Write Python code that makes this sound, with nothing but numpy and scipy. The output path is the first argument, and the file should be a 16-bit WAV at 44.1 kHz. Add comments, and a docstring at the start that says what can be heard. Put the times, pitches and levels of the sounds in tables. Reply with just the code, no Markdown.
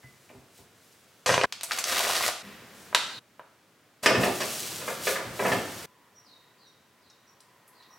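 """A small tiled kitchen in six hard-cut segments, each with its own level of room tone.
Sleeves swish, doors bump and a glass bowl pings off its shelf, then clatters onto a scale. A stiff
plastic bag snaps and crinkles as it is hauled up. Powder hisses off a scoop that raps the bowl, and a
bird calls outside. A fridge is pulled open and shut, shelves rattling and cabinet rocking. Last, powder
creeps along a gently tipped tub while the bird calls again."""
import sys
import numpy as np
from scipy import signal
from scipy.fft import rfft, irfft
from scipy.io import wavfile

SR = 44100
rng = np.random.default_rng(int(sys.argv[2]) if len(sys.argv) > 2 else 0)


def master_out(mix):
    """Clip the mix to full scale and print it as 16-bit PCM to the path in sys.argv[1]."""
    frames = np.transpose(np.atleast_2d(mix))
    ceiling = np.clip(frames, -1, 1)
    pcm = np.round(ceiling * 32767).astype(np.int16)
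    wavfile.write(sys.argv[1], SR, pcm)


N = 352260
TIME = np.arange(N) / SR

# Edges of the segments: t/s
CUTS = [-1, 1.456, 2.425, 3.192, 4.028, 5.857, 9]
# Tone of a small click, from fingertip or plastic: f/Hz, level/dB
CLICK_COLOUR = [(100, -23.5), (600, 13), (4000, 2.5), (10000, -2), (16000, -7)]


def undb(db):
    """Decibels to gain."""
    return 10 ** (np.asarray(db) / 20)


def unit(x):
    """Scale to rms 1."""
    return x / np.sqrt(np.mean(x ** 2))


def decay(t, t60):
    """Gain that falls 60 dB in t60 seconds."""
    return np.exp(-np.log(1000) * t / t60)


def at_hz(points, hz):
    """Read (f/Hz, value) rows on a log-frequency axis."""
    f, value = np.transpose(points)
    return np.interp(np.log(hz + 1), np.log(f), value)


def same_segment(s):
    """Gate that is open throughout the segment holding time s."""
    return np.searchsorted(CUTS, TIME) == np.searchsorted(CUTS, s)


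def response(colour, modes=(), size=8192):
    """Impulse response of a body: a crack of the given colour, with damped modes ringing above it."""
    hz = np.fft.rfftfreq(size, 1 / SR)
    cepstrum = irfft(np.log(undb(at_hz(colour, hz))))
    cepstrum[1:size // 2] *= 2  # minimum phase: the energy comes up front
    cepstrum[size // 2 + 1:] = 0
    rings = sum(undb(db) * 1j * hz * width / (f * f - hz * hz + 1j * hz * width) for f, width, db in modes)
    return irfft(np.exp(rfft(cepstrum)) * (1 + rings))


def through(x, ir):
    """Pass a sound through an impulse response."""
    return signal.oaconvolve(x, ir)[:len(x)]


def soft_contact(x, hz, edge=0.035):
    """A longer contact pushes less treble into what it hits; a little of its sharp edge remains."""
    return signal.sosfilt(signal.butter(2, min(hz, .45 * SR), fs=SR, output="sos"), x) + edge * x


def buckle(x, hz, q=1.46, crack=0.13):
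    """A panel flexes and rings for a few cycles; small stiff panels crack more sharply."""
    ring = signal.lfilter(*signal.iirpeak(min(hz, .4 * SR), q, fs=SR), x)
    return ring + crack * min(hz / 4000, 1) ** 2 * x


def light_touch(x, hz, q=2.1):
    """A light touch sounds only in a narrow band."""
    band = signal.iirpeak(min(hz, .4 * SR), q, fs=SR)
    return signal.lfilter(*band, signal.lfilter(*band, x))


def blows(rows, body, contact, rattle_db, size=16384):
    """Sharp hits, each with a rattle that falls 30 dB in its time. Rows: t/s, level/dB, f/Hz, rattle/s."""
    out, t = np.zeros(N + size), np.arange(size) / SR
    for s, db, hz, rattle_s in rows:
        push = rng.standard_normal(size) * decay(t, 2 * rattle_s) * undb(rattle_db)
        push[0] = 1
        hit = through(contact(push, hz), body)
        hit *= np.sqrt(SR / 100 / np.sum(hit ** 2))  # level is the energy spread over 10 ms
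        until_cut_s = min(cut for cut in CUTS if cut > s) - s
        gate = np.clip((until_cut_s - t) / .004 - 2, 0, 1)
        start = max(int(s * SR), 0)
        out[start:start + size] += undb(db) * hit * gate
    return out[:N]


def flurry(spells, low_hz, high_hz, rattle_s, edge_db, count):
    """Rows of blows at uneven times and mixed pitches, strongest in the middle of each spell."""
    rows = []
    for s, length, db in spells:
        along = (np.arange(count) + rng.random(count)) / count
        pitches = rng.permutation(np.geomspace(low_hz, high_hz, count))
        for u, hz in zip(along, pitches):
            rows.append((s + u * length, db + edge_db * (2 * u - 1) ** 2, hz, rattle_s))
    return rows


def grains(colour, per_s, spread_db, bed, modes=()):
    """Friction: countless tiny slips of unequal size over a smooth bed of hiss."""
    sizes = undb(spread_db * np.minimum(rng.exponential(size=N), 5))
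    slips = (rng.random(N) < per_s / SR) * sizes * rng.choice([-1, 1], N)
    friction = unit(slips) + bed * rng.standard_normal(N)
    return unit(through(friction, response(colour, modes)))


def strokes(rows, attack_s, t60):
    """Envelope of movements that build up, hold until their length is over and die away."""
    return sum(undb(db) * np.clip((TIME - s) / attack_s, 0, 1)
               * decay(np.maximum(TIME - s - length, 0), t60) for s, length, db in rows)


def stereo(mid, side):
    """Two close microphone ports hear nearly the same bass and a slightly different treble."""
    side = through(side, response([(700, -14), (5000, -6.5)]))
    return np.array([mid + side, mid - side])


def room_tone():
    """Steady murmur of the house and the street outside."""
    # Tone of the murmur: f/Hz, level/dB
    colour = [(18, -73.5), (30, -40), (100, -6), (194, -6), (227, -6.5), (512, -8), (822, -12), (1280, -12),
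              (1430, -11.5), (2980, -17), (4420, -20), (13700, -28.5), (16000, -27)]
    mid, side = (unit(through(rng.standard_normal(N), response(colour))) for _ in range(2))
    return stereo(mid, side)


def sleeve_swishes():
    """Sleeve and shirt rub, loudest in mid-movement."""
    # Arm movements: middle t/s, length/s, level/dB
    sweeps = [(.15, .6, -65.5), (.58, 0.072, -60), (.87, 0.16, -66.5), (1.15, 0.43, -68),
              (2.81, .14, -56.5), (4.04, 0.034, -36.5), (4.24, 0.046, -38), (4.54, 0.43, -37),
              (4.91, 0.073, -45), (5.09, 0.096, -33.5), (5.48, 0.15, -38.5), (5.75, 0.24, -47)]
    # Bright hiss of cloth: f/Hz, level/dB
    colour = [(100, -24), (1000, -21), (3000, -1), (5000, -1), (8500, -1.5), (12000, -5), (16000, -8.5)]
    motion = sum(undb(db) * np.exp(-2 * ((TIME - s) / length) ** 2) * same_segment(s)
                 for s, length, db in sweeps)
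    return motion * grains(colour, per_s=3500, spread_db=3.0, bed=0.31)


def finger_ticks():
    """Fingers tick lightly on the glass and the tub."""
    # Touches: t/s, level/dB, pitch f/Hz, rattle/s
    touches = [(.03, -57.5, 1930, 0.075), (.292, -55, 2270, 0.043), (7.10, -59, 5500, .02),
               (7.404, -59.5, 4500, .008), (7.406, -59, 9000, .008), (7.678, -57, 11500, 0.05),
               (7.825, -56.5, 4000, .06)]
    return blows(touches, response(CLICK_COLOUR), light_touch, rattle_db=-20.5)


def cabinet_thuds():
    """Doors and worktop bump dully; the fridge cabinet rocks as its door comes free and as it closes."""
    # Bumps: t/s, level/dB, pitch f/Hz, rattle/s
    bumps = [(.035, -50, 137, 0.035), (.30, -49.5, 404, .08), (.35, -49, 125, 0.061),
             (.59, -54, 120, 0.053), (1.285, -31, 113, 0.15), (5.25, -41, 105, .11), (5.40, -37, 129, 0.13)]
    # Spells of rocking: t/s, length/s, level/dB
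    rocks = [(4.1, .22, -26.5), (5.385, .18, -30.5)]
    # Tone of a thud: f/Hz, level/dB
    colour = [(25, -42.5), (60, -8), (110, -7), (400, -3), (900, -0.5), (4000, -28)]
    # Cabinet resonances: f/Hz, width/Hz, level/dB
    modes = [(138, 16, 1.1), (256, 22, 3.5), (372, 20, 1.8)]
    rocking = flurry(rocks, low_hz=133, high_hz=435, rattle_s=0.074, edge_db=-8, count=8)
    return blows(bumps + rocking, response(colour, modes), buckle, rattle_db=-19)


def glass_ping(s=0.037, hz=2019, db=-51, t60=0.32, rise_s=0.0028):
    """The bowl sings briefly as it slides off the shelf."""
    t = np.maximum(TIME - s, 0)
    return undb(db) * np.sin(2 * np.pi * hz * t) * (1 - np.exp(-t / rise_s)) * decay(t, t60)


def bowl_clatter():
    """The glass bowl lands on the scale in a quick run of knocks that ring both."""
    # Knocks: t/s, level/dB, brightness f/Hz, rattle/s
    knocks = [(1.2603, -21, 8300, 0.054), (1.275, -19.5, 10000, 0.29), (1.292, -20.5, 2630, 0.0055),
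              (1.300, -19.5, 3500, 0.051), (1.320, -23.5, 6040, 0.11), (1.340, -20.5, 4500, 0.026),
              (1.3785, -19.5, 2500, 0.0024), (1.4132, -23.5, 2600, 0.0035), (1.435, -22, 4300, 0.0056),
              (1.441, -17.5, 1190, 0.014)]
    # Tone of the impact: f/Hz, level/dB
    colour = [(40, -21), (200, -16), (430, -1), (1500, -1), (3200, -5), (8000, -6.5), (16000, -15)]
    # Resonances of bowl and scale: f/Hz, width/Hz, level/dB
    modes = [(105, 25, 10.5), (527, 87, 5), (950, 41, -5), (1610, 120, -13), (2430, 26, 5.5),
             (4130, 26, -11), (6190, 130, 0.5)]
    return blows(knocks, response(colour, modes), soft_contact, rattle_db=-13)


def plastic_bag():
    """Stiff panels snap and crinkle in the grip, then buckle at random under the bag's full weight."""
    # Snaps: t/s, level/dB, panel f/Hz, rattle/s
    snaps = [(1.5243, -32, 4100, 0.0044), (1.610, -39, 4100, .005), (1.6328, -30, 9300, 0.041),
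             (1.7098, -28, 1370, 0.011), (1.718, -27.5, 3600, .024), (1.7845, -34, 2030, 0.0074),
             (1.787, -28, 7150, 0.033), (1.8405, -27.5, 5450, 0.005)]
    # Spell of buckling: t/s, length/s, level/dB
    under_load = [(1.9, .39, -29.5)]
    # The grip, then the haul: t/s, length/s, level/dB
    pulls = [(1.68, .13, -37.5), (1.835, 0.45, -29)]
    # Tone of the crinkle: f/Hz, level/dB
    colour = [(35, -55), (60, -19.5), (176, -14.5), (268, -9), (315, -9.5), (767, 0.5), (882, -22.5),
              (1140, -1.5), (2300, -6), (3420, -4.5), (11500, -12.5), (16000, -19.5)]
    buckling = flurry(under_load, low_hz=530, high_hz=4500, rattle_s=.014, edge_db=-1, count=12)
    cracks = blows(snaps + buckling, response(CLICK_COLOUR), buckle, rattle_db=-21)
    crinkle = grains(colour, per_s=800, spread_db=3.0, bed=0.36)
    return cracks + strokes(pulls, attack_s=0.05, t60=.12) * crinkle


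def powder_slides():
    """Powder slips off the scoop in a soft hiss that trails away."""
    # Slides: t/s, length/s, level/dB
    slides = [(2.42, .06, -48.5), (2.87, .06, -59)]
    # Tone of the powder: f/Hz, level/dB
    colour = [(35, -39.5), (60, -13.5), (156, -10.5), (212, 5), (250, -5.5), (666, -16), (1910, -9.5),
              (3340, -16), (7940, -28.5), (14900, -29), (16000, -35.5)]
    return strokes(slides, attack_s=.015, t60=0.96) * grains(colour, per_s=1700, spread_db=3.5, bed=0.85)


def scoop_raps():
    """The scoop raps the bowl cleanly, with hardly any rattle."""
    # Taps: t/s, level/dB, brightness f/Hz, rattle/s
    taps = [(2.928, -37.5, 1100, 0.012), (2.9477, -16, 9000, 0.016), (3.3948, -42.5, 950, 0.011)]
    # Tone of the impact: f/Hz, level/dB
    colour = [(60, -33), (250, -15.5), (550, -5), (1400, -5), (2200, -1.5), (4000, -5), (7000, -8.5),
              (11000, -10.5), (16000, -10.5)]
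    # Scoop resonances: f/Hz, width/Hz, level/dB
    modes = [(603, 60, 4), (980, 130, 3.5), (1300, 110, 5), (1550, 130, 4), (3050, 250, 0), (3750, 300, 5)]
    return blows(taps, response(colour, modes), soft_contact, rattle_db=-31)


def whistles(notes, length_s, first_hz, last_hz, trill, wobble_per_s=420):
    """Thin whistles that slide down, trilling unevenly until they settle on their last pitch."""
    out = np.zeros(N)
    wobble = np.interp(TIME * wobble_per_s, np.arange(N), rng.standard_normal(N))
    along = np.linspace(0, 1, int(length_s * SR))
    envelope = np.sqrt(2 * np.abs(np.sin(np.pi * along)))
    for s, db in notes:
        note = slice(int(s * SR), int(s * SR) + len(along))
        glide_hz = last_hz + (first_hz - last_hz) * (1 - along) ** 2.3
        hz = glide_hz * (1 + trill * (1 - along) ** 2 * wobble[note])
        out[note] += undb(db) * envelope * np.sin(2 * np.pi * np.cumsum(hz) / SR) * same_segment(s)[note]
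    return out


def bird():
    """A bird outside repeats one falling call, with short high pips in between."""
    # Calls: t/s, level/dB
    calls = [(3.085, -47.5), (6.235, -58.5), (6.569, -62), (7.005, -65.5), (7.725, -62)]
    # Pips: t/s, level/dB
    pips = [(6.145, -62), (6.65, -68.5), (7.26, -66), (7.895, -63.5)]
    return (whistles(calls, length_s=.135, first_hz=5100, last_hz=3715, trill=.13)
            + whistles(pips, length_s=.06, first_hz=5800, last_hz=5660, trill=0.077))


def fridge_door(lag_s=.032, jitter_s=.004, shelf_db=-5, shelf_hz=850, shelf_rattle_s=0.025):
    """The door opens, swings and shuts; after each knock its loaded shelves fall back, softer and duller."""
    # Door knocks: t/s, level/dB, brightness f/Hz, rattle/s
    knocks = [(4.034, -30.5, 7000, .05), (4.060, -17, 6100, 0.0024), (4.0632, -20.5, 4900, 0.004),
              (4.148, -24.5, 2340, 0.028), (4.232, -24, 3000, 0.029), (4.404, -28, 6100, 0.063),
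              (4.815, -41, 5000, 0.016), (4.878, -30, 1700, .02), (5.069, -23.5, 3600, 0.025),
              (5.157, -31.5, 2820, 0.024), (5.392, -26, 1580, 0.059), (5.450, -23.5, 2000, 0.063),
              (5.518, -24, 3240, .035)]
    # Tone of the impact: f/Hz, level/dB
    colour = [(40, -34), (200, -11.5), (430, -4.5), (850, -6.5), (2000, -3.5), (4000, -9.5), (8000, -10.5),
              (16000, -11)]
    # Door resonances: f/Hz, width/Hz, level/dB
    modes = [(383, 17, -1.5), (483, 98, -2), (556, 100, 6.5), (1205, 45, -1.5), (1700, 79, -3),
             (2584, 39, 0.5)]
    rebounds = [(s + lag_s + jitter_s * rng.standard_normal(), db + shelf_db, shelf_hz, shelf_rattle_s)
                for s, db, _, _ in knocks]
    return blows(knocks + rebounds, response(colour, modes), soft_contact, rattle_db=-11.5)


def tipped_tub():
    """Powder creeps along the tub, coloured by its hollow."""
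    # The flow eases, then grows as the tub tips further: t/s, level/dB
    flow = [(5.86, -69), (6.4, -69.5), (6.8, -75.5), (7.6, -68), (8, -61)]
    # Tone of the creeping powder: f/Hz, level/dB
    colour = [(100, -13), (500, -2), (1200, 1), (3500, -17), (9000, -18), (16000, -11)]
    # Resonances of the hollow: f/Hz, width/Hz, level/dB
    modes = [(444, 66, 2), (990, 250, 7.6), (1900, 160, 9.8)]
    s, db = np.transpose(flow)
    swell = undb(np.interp(TIME, s, db)) * (TIME >= s[0]) * (TIME <= s[-1])
    return swell * grains(colour, per_s=5100, spread_db=4.0, bed=0.67, modes=modes)


def kitchen_reverb(build_s=0.0019, early=1.83, early_s=0.0082):
    """Stereo tail of the hard room: strong first echoes off the worktop, then an even decay."""
    # Decay of the room by band: f/Hz, t60/s
    bands = [(100, 0.54), (500, 0.49), (1500, 0.63), (4000, 0.66), (9000, 0.54), (16000, 0.28)]
    t, hz = np.arange(SR) / SR, np.fft.rfftfreq(SR, 1 / SR)
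    noise, tail = rfft(rng.standard_normal((2, SR))), 0
    for band_hz, t60 in bands:
        share = at_hz([(f, f == band_hz) for f, _ in bands], hz)
        tail = tail + irfft(noise * share) * decay(t, t60)
    tail = tail * (1 - np.exp(-t / build_s)) * (1 + early * np.exp(-t / early_s))
    return stereo(*(tail / np.sqrt(np.sum(tail[0] ** 2))))


def place(x, room_db, pan_db):
    """Close surfaces smear each click without colouring it; returns left, right and reverb send."""
    hz = np.fft.rfftfreq(2048, 1 / SR)
    delays = np.exp(-2j * np.pi * hz * np.array([[5], [13], [29]]) / SR)
    allpass = irfft(np.prod((delays - .66) / (1 - .66 * delays), axis=0))
    return through(x, allpass) * undb([[pan_db / 2], [-pan_db / 2], [room_db]])


def scene():
    """All sources in the room; every segment ends abruptly and takes its echoes with it."""
    # Room tone in each segment: level/dB
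    tone_levels = [-60.5, -59.5, -51.5, -62.5, -42.5, -63]
    tail, tone = kitchen_reverb(), room_tone()
    mix = (place(sleeve_swishes(), room_db=-3.5, pan_db=0.5)
           + place(finger_ticks() + glass_ping() + powder_slides() + tipped_tub(), room_db=-2, pan_db=1.2)
           + place(cabinet_thuds(), room_db=3.5, pan_db=-2.6)
           + place(bowl_clatter(), room_db=-4, pan_db=0.5)
           + place(plastic_bag(), room_db=-3.5, pan_db=0.5)
           + place(scoop_raps(), room_db=-1.5, pan_db=0.5)
           + place(fridge_door(), room_db=3.5, pan_db=-1))
    direct, send = mix[:2], mix[2] + bird()  # the bird is heard only by way of the walls
    out, fade_s = np.zeros((2, N)), .007
    for start, end, tone_db in zip(CUTS, CUTS[1:], tone_levels):
        gate = np.clip(np.minimum(TIME - start, end - TIME) / fade_s + .5, 0, 1)
        on = gate > 0
        echoes = np.array([through(send[on] * (gate[on] == 1), side) for side in tail])
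        out[:, on] += gate[on] * (direct[:, on] + echoes + undb(tone_db) * tone[:, on])
    return out


def record(dry, low_hz=45, top_hz=16000):
    """The microphone drops the deepest bass and the top is cut steeply; the loudest peaks come out softly
    rounded."""
    thin = signal.sosfilt(signal.butter(2, low_hz, "high", fs=SR, output="sos"), dry)
    rounded = 1.1 * np.tanh(thin / 1.1)
    return signal.sosfilt(signal.ellip(10, .2, 70, top_hz, fs=SR, output="sos"), rounded)


dry = scene()
out = record(dry)
master_out(out)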